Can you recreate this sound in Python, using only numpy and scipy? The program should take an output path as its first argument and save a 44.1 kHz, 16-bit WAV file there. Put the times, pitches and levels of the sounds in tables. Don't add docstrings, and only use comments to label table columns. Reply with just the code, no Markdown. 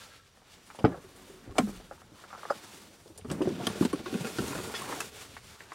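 import sys
import numpy as np
from scipy import signal
from scipy.fft import rfft, irfft
from scipy.io import wavfile
from scipy.ndimage import uniform_filter1d

SR = 44100
rng = np.random.default_rng(int(sys.argv[2]) if len(sys.argv) > 2 else 0)


def int16_out(signal):
    q = np.round(np.clip(np.atleast_2d(signal).T, -1, 1) * 32767)
    wavfile.write(sys.argv[1], SR, q.astype(np.int16))


def decibels_to_gain(level_db):
    exponent = np.asarray(level_db, float) / 20
    return 10 ** exponent


N = 253178

# mode_hz, level_db, t60_s
DOOR = [(155, -4, 0.11), (162.3, -13, 0.17), (215, 7.5, 0.038), (301, 0, 0.066), (423, -2.5, 0.079),
        (580, 9, 0.022), (741, 0.5, 0.037), (810, 5.5, 0.04), (1240, -5, 0.083), (1323, 16.5, 0.014),
        (1670, 0, 0.032), (1890, 14, 0.019), (2300, 10, 0.055), (2970, 15.5, 0.016), (3780, -19, 0.012),
        (5000, 24, 0.061), (5300, -6, 0.041), (6300, -8, 0.048), (7400, -6, 0.026), (9300, 7, 0.019),
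        (11500, -16, .015)]
# mode_hz, level_db, t60_s
POLES = [(185, 0, .08), (245, 0, .06), (320, -1, .09), (375, 2, .13), (480, 0, .04), (700, -4, .03),
         (1100, -3, .03), (1400, -1, .022), (1550, -6, .025), (2200, -4, .02), (2650, -2, .02),
         (3300, 0, .025), (4400, -2, .02), (4900, -4, .04), (6200, -3, .02), (7800, -1, .02),
         (10300, -3, .02), (12500, -7, .015), (9300, -6, .025), (8700, -8, .02)]
HEAVY_HZ, POLE_HEAVY_HZ, BRIGHT_HZ = (115, 500, 1800), (140, 500, 1800), (1800, 5500, 11500)
TICK_SOFTNESS = 0.6


def band(x, lo_hz, hi_hz, order=2):
    return signal.sosfilt(signal.butter(order, [lo_hz, hi_hz], "band", fs=SR, output="sos"), x)


def unit(x):
    return x / np.sqrt(np.mean(x ** 2))


def curve(s, values):
    return np.interp(np.arange(N) / SR, s, values)


def on_log(hz, table):
    table_hz, table_db = np.transpose(table)
    return np.interp(np.log(hz), np.log(table_hz), table_db)


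def walk(rate_hz):
    k = int(SR / rate_hz)
    held = np.repeat(rng.standard_normal(N // k + 1), k)
    return 1.3 * uniform_filter1d(uniform_filter1d(held, k), k)[:N]


def swells(table, roundness):
    hop = 64
    s, db, rise_s, fall_s, colour_db = np.transpose(table)[:, :, None]
    late_s = np.arange(0, N, hop) / SR - s
    db = db - 10 * np.abs(late_s / np.where(late_s < 0, rise_s, fall_s)) ** roundness
    return [(decibels_to_gain(v) ** 2).sum(axis=0).repeat(hop)[:N] for v in (db, db + colour_db)]


def blows(table, body, edges_hz, contact_ms, rattle_db, dense_db, dense_decay, reach, ring=1, softness=1):
    softer_ms_per_db = 0.2648
    length = 9000
    out, t = np.zeros(N + length), np.arange(length) / SR
    hz, db, t60_s = np.transpose(body)[:, :, None]
    heard = ((hz >= edges_hz[0]) & (hz < edges_hz[-1]))[:, 0]
    hz, db, t60_s = hz[heard], db[heard], t60_s[heard]
    dying = decibels_to_gain(db) * np.exp(-np.log(1000) * t / np.abs(ring * t60_s))
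    for s, low_db, low_hz, high_db, high_hz in table:
        sign = np.sign(rng.standard_normal(hz.shape))
        detune = 1 + 0.027 * rng.standard_normal(hz.shape)
        modes = dying * sign * np.sin(2 * np.pi * hz * detune * t)

        length_ms = contact_ms - softness * softer_ms_per_db * (max(low_db, high_db) + 8.5)
        fade = t[:3000] / (max(length_ms, 0.2) / 1000)
        contact = rng.standard_normal(len(fade)) * decibels_to_gain(rattle_db) * np.sqrt(fade) * np.exp(-fade)
        contact[0] += 1

        hiss = rng.standard_normal(length)
        start = int(s * SR)
        parts = zip((low_db, high_db), (low_hz, high_hz), edges_hz, edges_hz[1:])
        for level_db, place_hz, lo, hi in parts:
            near = ((hz >= lo) & (hz < hi)) / (1 + (np.log2(hz / place_hz) / reach) ** 2)
            dense_top_hz = min(place_hz * (1 + 2 * reach), 11500)
            dense = decibels_to_gain(dense_db) * unit(band(hiss, place_hz / (1 + reach), dense_top_hz, order=1)) / 10
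            height = hi / edges_hz[1]
            dense = dense * height ** 0.54 * np.exp(-t * dense_decay * np.sqrt(height))
            sound = signal.fftconvolve(contact, (near * modes).sum(axis=0) + dense)[:length]
            sound = band(sound, lo * 0.7, min(hi * 1.014, 18000), order=3)
            peak = np.sqrt(uniform_filter1d(sound ** 2, size=220).max())
            out[start:start + length] += sound * decibels_to_gain(level_db - 4.0) / peak
    return out[:N]


def taps(table):
    return [(s, db - 22.5, 415, db, hz) for s, db, hz in table]


def judder(table, tones, rate_hz, scatter_db):
    chance = rng.random((2, N))
    size = decibels_to_gain(-scatter_db * np.log(chance[1] + 0.0093)) * rng.standard_normal(N)
    slips = (chance[0] < rate_hz / SR) * size
    voice = 0
    for hz, width_hz, db in tones:
        voice = voice + decibels_to_gain(db) * unit(band(slips, hz - width_hz / 2, hz + width_hz / 2, order=1))
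    return np.sqrt(swells(table, roundness=0.89)[0]) * unit(voice)


def latch_rows():
    # start_s, thud_db, thud_hz, knock_db
    latch = [(0.788, -42, 200, -34.5), (0.806, -39, 183, -40), (0.842, -11, 256, -17.5),
             (0.848, -9, 453, -12.5), (0.853, -20, 144, -32), (0.869, -27, 280, -31),
             (0.879, -39, 400, -34), (0.897, -41, 157, -40), (0.919, -40, 360, -35), (0.944, -46, 350, -35),
             (0.975, -58, 164, -43)]
    return [(*row, 570) for row in latch]


def stop_rows():
    # start_s, thud_db, thud_hz, knock_db
    stop = [
        (1.476, -39.5, 362, -62),
        (1.494, -42.5, 358, -46),
        (1.555, -42, 369, -37),
        (1.565, -49, 194, -35.5),
        (1.582, -44, 450, -21),
        (1.587, -18.5, 400, -17.5),
        (1.596, -21.5, 265, -41),
        (1.608, -29, 270, -38),
        (2.118, -47, 406, -66),
    ]
    return [(*row, 680) for row in stop]


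def pole_rows():
    # start_s, thud_db, thud_hz, knock_db
    thuds = [(3.246, -31.5, 242, -44.5), (3.302, -34.5, 370, -37.5), (3.309, -26, 169, -34.5),
             (3.405, -20.5, 300, -39), (3.414, -18, 410, -29), (3.453, -24.5, 234, -37.5),
             (3.472, -17.5, 370, -34), (3.501, -24.5, 287, -40), (3.601, -34, 208, -36.5),
             (3.632, -31.5, 215, -39.5), (3.8096, -11.5, 230, -42), (3.823, -20, 196, -29),
             (3.85, -16, 230, -31), (4.127, -26, 247, -46), (4.207, -26, 215, -38.5),
             (4.238, -34, 192, -46), (4.292, -45, 184, -48), (4.4, -24, 244, -40), (4.421, -30, 215, -37.5),
             (4.549, -34, 244, -35)]
    # start_s, thud_db, thud_hz, knock_db, knock_hz
    clacks = [(3.6696, -23.5, 240, -27.5, 1400), (3.9303, -19, 290, -29.5, 1090),
              (4.058, -31, 414, -37, 1400), (4.146, -21, 215, -39, 1540), (4.27, -40, 424, -39, 1500),
              (4.385, -24.5, 392, -29.5, 1360), (4.437, -29.5, 447, -41, 1260), (4.506, -32, 258, -42, 950),
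              (4.584, -32.5, 348, -36, 1040)]
    return [(*row, 613) for row in thuds] + clacks


def door_blows(table, ring):
    return blows(table, DOOR, HEAVY_HZ, contact_ms=2.96, rattle_db=-19.5, dense_db=4.5,
                 dense_decay=40, reach=0.57, ring=ring)


def door():
    # start_s, thud_db, thud_hz, knock_db, knock_hz
    rebounds = [
        (0.893, -33, 152, -44, 700),
        (0.918, -36.5, 380, -46, 600),
        (0.927, -45, 380, -43, 1700),
        (1.672, -34.5, 400, -39.5, 620),
        (1.692, -38, 385, -43, 600),
        (1.73, -45, 430, -50, 900),
        (1.8, -47, 430, -44.5, 590),
    ]
    return door_blows(latch_rows(), 0.67) + door_blows(stop_rows(), 0.45) + door_blows(rebounds, 0.36)


def door_ticks():
    # start_s, crack_db, crack_hz, tick_db, tick_hz
    ticks = [
        (0.664, -63, 5000, -57, 8350),
        (0.702, -49, 1970, -66, 5690),
        (0.753, -56, 1890, -55, 9150),
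        (0.7902, -44, 3000, -58, 9850),
        (0.847, -34.5, 2480, -55, 5870),
        (0.857, -37.5, 2300, -64, 6050),
        (1.161, -67, 5170, -54, 9760),
        (1.5823, -22.5, 3000, -27, 6800),
        (1.5957, -37, 2290, -52, 5640),
        (2.5032, -44, 4500, -48, 5960),
    ]
    return blows(ticks, DOOR, BRIGHT_HZ, contact_ms=0.39, rattle_db=-13, dense_db=15.0,
                 dense_decay=120, reach=0.2, ring=0.37, softness=TICK_SOFTNESS)


def door_skin():
    start_s, level_db, pitch_hz, sag_hz_per_s = 1.622, -24, 217.3, 210
    rise_s, t60_s = 0.0098, 0.28
    t = np.maximum(np.arange(N) / SR - start_s, 0)
    shape = (1 - np.exp(-(t / rise_s) ** 2)) * np.exp(-np.log(1000) * t / t60_s)
    hz = (pitch_hz - sag_hz_per_s * np.minimum(t, 0.2)) * (1 + walk(30) / 20)
    return decibels_to_gain(level_db + 2.3 * walk(53.2)) * shape * np.sin(2 * np.pi * np.cumsum(hz) / SR)


def hinge():
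    # start_s, level_db, rise_s, fall_s, colour_db
    groans = [
        (0.95, -53, .05, 0.15, 0),
        (1.15, -58, 0.19, 0.085, 0),
        (1.37, -57.5, 0.21, 0.11, 0),
        (1.5, -44, 0.012, .05, 0),
    ]
    # pitch_hz, width_hz, level_db
    tones = [(280, 33, -2), (372, 18, 3), (1100, 93, -6)]
    return judder(groans, tones, rate_hz=270, scatter_db=4.5)


def pole_bundle():
    # start_s, thud_db, thud_hz, knock_db, knock_hz
    bumps = [(3.058, -48, 295, -49.5, 587), (3.1, -46.5, 280, -51, 514), (3.181, -45, 453, -48, 550),
             (3.342, -40, 167, -52, 700), (3.364, -50, 400, -54, 754), (3.52, -33, 170, -55, 600),
             (3.562, -37, 347, -46, 540), (3.7, -31, 196, -36, 666), (3.752, -38, 400, -41, 514),
             (3.778, -43, 400, -44, 1060), (3.992, -37, 302, -45, 557), (4.3, -41, 202, -53, 1280),
             (4.465, -46, 425, -40, 760), (4.483, -32, 453, -36, 1400), (4.53, -40, 400, -33, 940),
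             (4.645, -46, 397, -39, 1180), (4.674, -34.5, 472, -49, 520), (4.697, -39, 460, -38, 815),
             (4.803, -43, 199, -39, 1070)]
    heavy = blows(pole_rows(), POLES, POLE_HEAVY_HZ, contact_ms=1.2, rattle_db=-17.5, dense_db=6.0,
                  dense_decay=76, reach=0.3, ring=0.59)
    small = blows(bumps, POLES, POLE_HEAVY_HZ, contact_ms=0.83, rattle_db=-19.5, dense_db=1,
                  dense_decay=200, reach=0.092, ring=0.3)
    return heavy + small


def pole_ticks():
    # start_s, crack_db, crack_hz, tick_db, tick_hz
    tip_ticks = [(3.1768, -48.5, 4900, -42, 9800), (3.246, -58, 2420, -61, 9300),
                 (3.3003, -37, 2420, -49, 7770), (3.314, -38.5, 1770, -35, 7800),
                 (3.4186, -44, 2310, -46.5, 5840), (3.6685, -23, 3230, -28, 8640),
                 (3.8503, -32.5, 2470, -35.5, 6450), (3.929, -41.5, 2130, -41, 9700),
                 (4.0605, -39.5, 2690, -62, 6610), (4.2696, -40, 2430, -42, 5530),
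                 (4.3849, -35, 2660, -43, 7300), (4.479, -41, 3930, -37.5, 6500)]
    # start_s, crack_db, crack_hz, tick_db, tick_hz
    finger_ticks = [(3.212, -51, 1700, -66, 6000), (4.819, -50, 3200, -40, 10000),
                    (3.025, -76, 5000, -62, 8000), (3.078, -50, 5200, -55, 5800)]
    tips = blows(tip_ticks, POLES, BRIGHT_HZ, contact_ms=0.78, rattle_db=-16.0, dense_db=22,
                 dense_decay=340, reach=0.34, ring=0.48, softness=TICK_SOFTNESS)
    fingers = blows(finger_ticks, POLES, BRIGHT_HZ, contact_ms=0.3, rattle_db=-27, dense_db=22,
                    dense_decay=410, reach=0.4, ring=0.4, softness=TICK_SOFTNESS)
    return tips + fingers


def pole_skid():
    # start_s, crack_db, crack_hz, tick_db, tick_hz
    slip = [
        (4.746, -32.5, 3730, -45.5, 5800),
    ]
    return blows(slip, POLES, BRIGHT_HZ, contact_ms=6.4, rattle_db=-13, dense_db=18,
                 dense_decay=97, reach=0.53)


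def carried_poles():
    # start_s, knock_db, knock_hz
    knocks = [(4.743, -35, 1400), (4.86, -45, 765), (4.927, -31.5, 1080), (5.004, -28, 1470),
              (5.014, -34, 1530), (5.367, -34.5, 1500), (5.605, -37.5, 1350), (5.719, -33, 1110)]
    # start_s, crack_db, crack_hz, tick_db, tick_hz
    ticks = [(5.0044, -32.5, 2500, -29.5, 8450), (5.0144, -49, 2480, -42, 5530),
             (5.3672, -56, 1830, -63, 6220), (5.733, -55, 2970, -50, 8240)]
    low = blows(taps(knocks), POLES, HEAVY_HZ, contact_ms=1.2, rattle_db=-24.5, dense_db=12.5,
                dense_decay=116, reach=0.44, ring=0.29)
    high = blows(ticks, POLES, BRIGHT_HZ, contact_ms=1.1, rattle_db=-30, dense_db=21,
                 dense_decay=160, reach=0.65, ring=0.66)
    return low + high


def pole_drag():
    # start_s, level_db, rise_s, fall_s, colour_db
    pulls = [(3.56, -51, 0.11, 0.12, 0), (3.75, -44, 0.091, 0.15, 0), (4.0, -48.5, 0.024, .1, 0),
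             (4.12, -39.5, 0.04, 0.13, 0), (4.35, -43.5, 0.19, 0.34, 0), (4.55, -39.5, 0.13, 0.11, 0),
             (4.85, -46, 0.13, 0.19, 0)]
    # pitch_hz, width_hz, level_db
    tones = [(230, 33, 0.5), (406, 25, 0), (439, 40, 4.5), (760, 15, -2.5), (1090, 76, -7), (1400, 53, 0),
             (1530, 48, -48), (2480, 66, -3.5)]
    return judder(pulls, tones, rate_hz=380, scatter_db=4.5)


def squeak():
    # start_s, pitch_hz, level_db
    glide = [(4.43, 5800, -80), (4.455, 6050, -57), (4.482, 6350, -52), (4.503, 6950, -52),
             (4.536, 7250, -49), (4.556, 7900, -57), (4.6, 8600, -75)]
    s, hz, db = np.transpose(glide)
    phase = 2 * np.pi * np.cumsum(curve(s, hz) * (1 + 0.012 * walk(300))) / SR
    return decibels_to_gain(curve(s, db) - 1 + 4.5 * walk(100)) * np.sin(phase)


def pings():
    # start_s, level_db
    strikes = [(3.177, -54), (3.315, -53), (3.669, -41), (3.93, -49), (4.78, -57), (4.93, -54)]
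    ping_hz, beat_hz, t60_s = 9340, 140, 0.16
    out, rough_db = 0, 5 * walk(250)
    for s, db in strikes:
        t = np.maximum(np.arange(N) / SR - s, 0)
        pair = np.sin(2 * np.pi * ping_hz * t) + 0.38 * np.sin(2 * np.pi * (ping_hz - beat_hz) * t)
        out = out + decibels_to_gain(db - 60 * t / t60_s + rough_db) * pair
    return out


def lone_modes():
    # start_s, level_db, pitch_hz, t60_s
    door_modes = [(0.845, -14.5, 152, 0.12), (0.869, -22, 270, 0.087), (0.893, -28, 170, .14),
                  (1.3, -36, 400, .05), (0.926, -45, 1700, .06), (0.946, -38, 666, 0.043),
                  (1.5835, -10, 743, 0.047), (1.5825, -24, 3200, 0.033), (1.584, -21.5, 2310, 0.03),
                  (1.583, -22, 1120, 0.037), (1.583, -34, 5636, 0.026), (1.5925, -15, 249, 0.074),
                  (0.876, -29, 470, .04), (0.846, -24, 1250, 0.05)]
    # start_s, level_db, pitch_hz, t60_s
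    trim_modes = [(2.309, -42, 1210, 0.031), (2.32, -49.5, 1310, 0.023), (2.357, -41, 1350, .025),
                  (2.377, -43, 1500, .02), (2.393, -44, 1400, .03), (2.435, -32, 617, 0.019),
                  (2.452, -31, 1750, 0.013), (2.503, -40, 4950, .015), (2.5065, -14.5, 577, 0.036),
                  (2.507, -20, 810, .022), (2.522, -35, 1420, 0.026)]
    # start_s, level_db, pitch_hz, t60_s
    pole_modes = [(3.247, -41, 1250, 0.028), (3.3, -31, 1260, 0.025), (3.319, -27, 190, 0.1),
                  (3.421, -33.5, 2900, .02), (4.061, -33, 1090, .04), (4.148, -38, 2580, .02),
                  (4.27, -38, 1550, .03), (3.599, -22, 556, 0.021), (3.62, -38, 1400, .04),
                  (3.669, -23, 3190, 0.028), (3.67, -24, 432, 0.046), (4.749, -31.5, 1850, 0.056),
                  (4.818, -32, 1100, 0.045), (4.845, -33, 1500, .02), (4.9253, -21, 1190, .012),
                  (4.973, -38, 715, 0.11), (5.006, -32, 2620, 0.046)]
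    rise_cycles, length = 0.99, 8000
    out, t = np.zeros(N + length), np.arange(length) / SR
    for s, db, hz, t60_s in door_modes + trim_modes + pole_modes:
        shape = (1 - np.exp(-t * hz / rise_cycles)) * decibels_to_gain(db - 60 * t / abs(t60_s))
        start = int(s * SR)
        out[start:start + length] += shape * np.sin(2 * np.pi * hz * t)
    return out[:N] * decibels_to_gain(2.2 * walk(300))


def trim_and_twigs():
    # start_s, knock_db, knock_hz
    twigs = [
        (0.06, -53, 810),
        (0.373, -52.5, 780),
        (0.418, -54, 700),
    ]
    # start_s, knock_db, knock_hz
    trim = [(0.702, -39, 1280), (0.748, -40, 755), (1.911, -33, 710), (1.978, -49, 1000),
            (2.018, -44, 1367), (2.239, -41, 1160), (2.304, -43, 1390), (2.329, -34, 1190),
            (2.349, -36, 1180), (2.337, -44, 700), (2.377, -43, 600), (2.432, -34, 1170),
            (2.453, -31.5, 860), (2.487, -41, 1260), (2.5, -29, 1240), (2.5035, -20, 1400),
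            (2.511, -28.5, 580), (2.515, -30, 570), (2.523, -42, 1300)]
    return blows(taps(twigs + trim), DOOR, HEAVY_HZ, contact_ms=0.99, rattle_db=-21.5, dense_db=5.0,
                 dense_decay=30, reach=0.52, ring=0.56, softness=0.94)


def shoe_scuff():
    # start_s, level_db, rise_s, fall_s, colour_db
    creaks = [
        (0.01, -54, .05, 0.045, 0),
        (0.14, -60, 0.082, 0.083, 0),
    ]
    # pitch_hz, width_hz, level_db
    tones = [(1350, 30, 0), (1600, 62, -2)]
    return judder(creaks, tones, rate_hz=270, scatter_db=2)


def shudder(table, below_db, t60_s):
    out = np.zeros((2, N))
    for s, thud_db, _, knock_db, _ in table:
        out[:, int(s * SR)] += decibels_to_gain(np.array([thud_db, knock_db]) + below_db) ** 2
    poles = np.exp(-2 * np.log(1000) / (np.array(t60_s) * SR))
    return np.array([signal.lfilter([1], [1, -pole], v) for v, pole in zip(out, poles)])


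def rub_levels():
    # start_s, load_db, weight_db
    effort = [(0.0, -65.5, 3.5), (0.21, -68, -3), (0.61, -65, 0), (1.03, -59.5, 0), (1.5, -59.5, 1.5),
              (2.07, -64, 2.5), (2.3, -58, -7.5), (2.55, -54.5, -4), (3.24, -66.5, 5.5), (3.32, -49, 12.5),
              (3.55, -54, 13), (3.951, -56, 6.5), (4.179, -55, 7.5), (4.56, -51, 7), (4.72, -46, -8),
              (4.95, -40, -8), (5.12, -70.5, 10), (5.74, -56.5, -8.5)]
    # start_s, level_db, rise_s, fall_s, silk_db
    brushes = [
        (0.0, -50.5, 0.093, 0.083, -3.5),
        (0.16, -56, 0.12, 0.036, -7),
        (0.53, -54.5, 0.041, 0.042, -4),
               (0.65, -57.5, 0.039, 0.22, -3), (1.3, -60, 0.48, 0.18, -0.5), (1.62, -52.5, 0.07, 0.18, 0.8),
               (1.76, -56, 0.057, 0.13, -7.5), (1.99, -62.5, 0.26, 0.089, -0.5),
               (2.2, -60.5, 0.065, 0.073, -2), (2.49, -53, 0.24, 0.43, -9), (2.75, -54.5, 0.38, 0.15, 0.5),
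               (3.05, -68.5, 0.26, 0.12, 7), (3.32, -58.5, 0.062, 0.14, 1.5),
               (3.45, -50.5, 0.034, 0.98, -7.5), (3.68, -44.5, 0.061, 0.16, -6),
               (3.84, -44, 0.077, 0.037, -1), (3.9, -47.5, 0.058, 0.016, -6),
               (4.12, -48, 0.071, 0.69, -5.5), (4.5, -45, 0.37, 0.26, 1), (4.78, -44, 0.035, 0.085, -2.5),
               (5.0, -45, 0.34, 0.1, -0.5), (5.199, -46, 0.075, 0.076, -3.5), (5.338, -54, 0.1, 0.1, -4),
               (5.488, -52, 0.069, 0.047, -3), (5.62, -55.5, 0.14, 0.038, -3.5),
               (5.74, -55.5, 0.091, 0.14, -7)]
    still_db, still_silk_db, stroke_body_db = -63, -68.5, -7
    door_shudder = shudder(latch_rows() + stop_rows(), below_db=(-26, -37), t60_s=(0.32, 0.36))
    pole_shudder = shudder(pole_rows(), below_db=(-26, -25), t60_s=(0.03, 0.26))
    thud, knock = door_shudder + pole_shudder
    s, load_db, weight_db = np.transpose(effort)
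    scrape, silk = swells(brushes, roundness=2.2)
    weight = decibels_to_gain(curve(s, load_db + weight_db)) ** 2 + thud
    load = decibels_to_gain(curve(s, load_db)) ** 2 + knock + decibels_to_gain(stroke_body_db) ** 2 * scrape
    return 10 * np.log10([weight, load, scrape + decibels_to_gain(still_db) ** 2, silk + decibels_to_gain(still_silk_db) ** 2])


def rubbing():
    # centre_hz, band_level_db
    colour = [(120, -18.5), (180, -1.5), (280, -2), (420, -1), (600, -3.5), (1000, -2), (1400, -2.5),
              (2200, -3.5), (4000, -2.5), (9000, -2), (12000, -9), (15500, -9)]
    centres_hz = (200, 900, 3200, 8500)
    levels_db = rub_levels()
    grain_db = 2.6 * np.minimum(rng.exponential(size=N // 40 + 1), 4)
    grains = unit(rng.standard_normal(N) * decibels_to_gain(grain_db).repeat(40)[:N])
    out, shared_db = 0, 1.3 * walk(60)
    for hz in 125 * 2 ** np.arange(0, 7.1, 1 / 3):
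        place = np.interp(np.log(hz), np.log(centres_hz), np.arange(4))
        below = min(int(place), 2)
        db = levels_db[below] + (place - below) * (levels_db[below + 1] - levels_db[below])
        db = db + on_log(hz, colour)
        flicker_db = 2.26 * (200 / max(hz, 200)) ** 0.43 * walk(18)
        fibres = grains * 0.95 + rng.standard_normal(N) * 0.44
        out = out + decibels_to_gain(db + shared_db + flicker_db) * unit(band(fibres, hz / 1.2, hz * 1.2))
    return out


def wind():
    # start_s, level_db, rise_s, fall_s, depth_db
    jolts = [(0.0, -65, .1, .1, -9), (0.853, -38, 0.007, 0.04, -14), (1.49, -47, 0.0077, 0.057, -2),
             (1.61, -50, .04, 0.2, -8), (1.78, -66, 0.24, 0.044, 16), (3.31, -40, 0.049, 0.026, -24),
             (3.37, -62, .05, .16, 4), (3.93, -48, 0.11, .08, -8), (4.16, -60, 0.22, 0.057, -15),
             (4.43, -40, 0.029, 0.047, -25), (4.57, -49, 0.062, 0.34, -22), (5.45, -56.5, 0.46, 0.1, -11)]
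    calm_hum_db, calm_buffet_db = -68, -80
    jolt, depth = swells(jolts, roundness=0.63)
    buffet = unit(band(rng.standard_normal(N), 29, 54))
    hum = unit(band(rng.standard_normal(N), 65.5, 127))
    return np.sqrt(depth + decibels_to_gain(calm_buffet_db) ** 2) * buffet + np.sqrt(jolt + decibels_to_gain(calm_hum_db) ** 2) * hum


def scene():
    mid = door() + door_ticks() + door_skin() + hinge()
    mid += pole_bundle() + pole_ticks() + pole_skid() + carried_poles()
    mid += pole_drag() + squeak() + pings() + lone_modes()
    mid += trim_and_twigs() + shoe_scuff() + rubbing() + wind()
    return np.array([mid, mid])


def band_limit(x):
    return signal.sosfilt(signal.butter(12, 16470, fs=SR, output="sos"), x)


def record(dry):
    # pitch_hz, level_db_per_hz
    hiss_colour = [(24, 14), (40, 0), (611, -8), (1620, -13), (1840, -8), (2190, -10), (3700, -6),
                   (15800, -12.5)]
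    top_hz = 15830
    hz = np.maximum(np.fft.rfftfreq(N, 1 / SR), 1)
    loudness = uniform_filter1d(band(dry[0], 2000, 12000) ** 2, size=2048) ** 0.3
    hiss = unit(irfft(rfft(rng.standard_normal(N)) * decibels_to_gain(on_log(hz, hiss_colour)), N))
    side = decibels_to_gain(-40.0 + 2.0 * walk(15)) * loudness * hiss
    low_pass = signal.ellip(10, 0.3, 60, top_hz, fs=SR, output="sos")
    mix = signal.sosfilt(low_pass, dry + np.array([side, -side]))
    return band_limit(mix)


dry = scene()
out = record(dry)
int16_out(out)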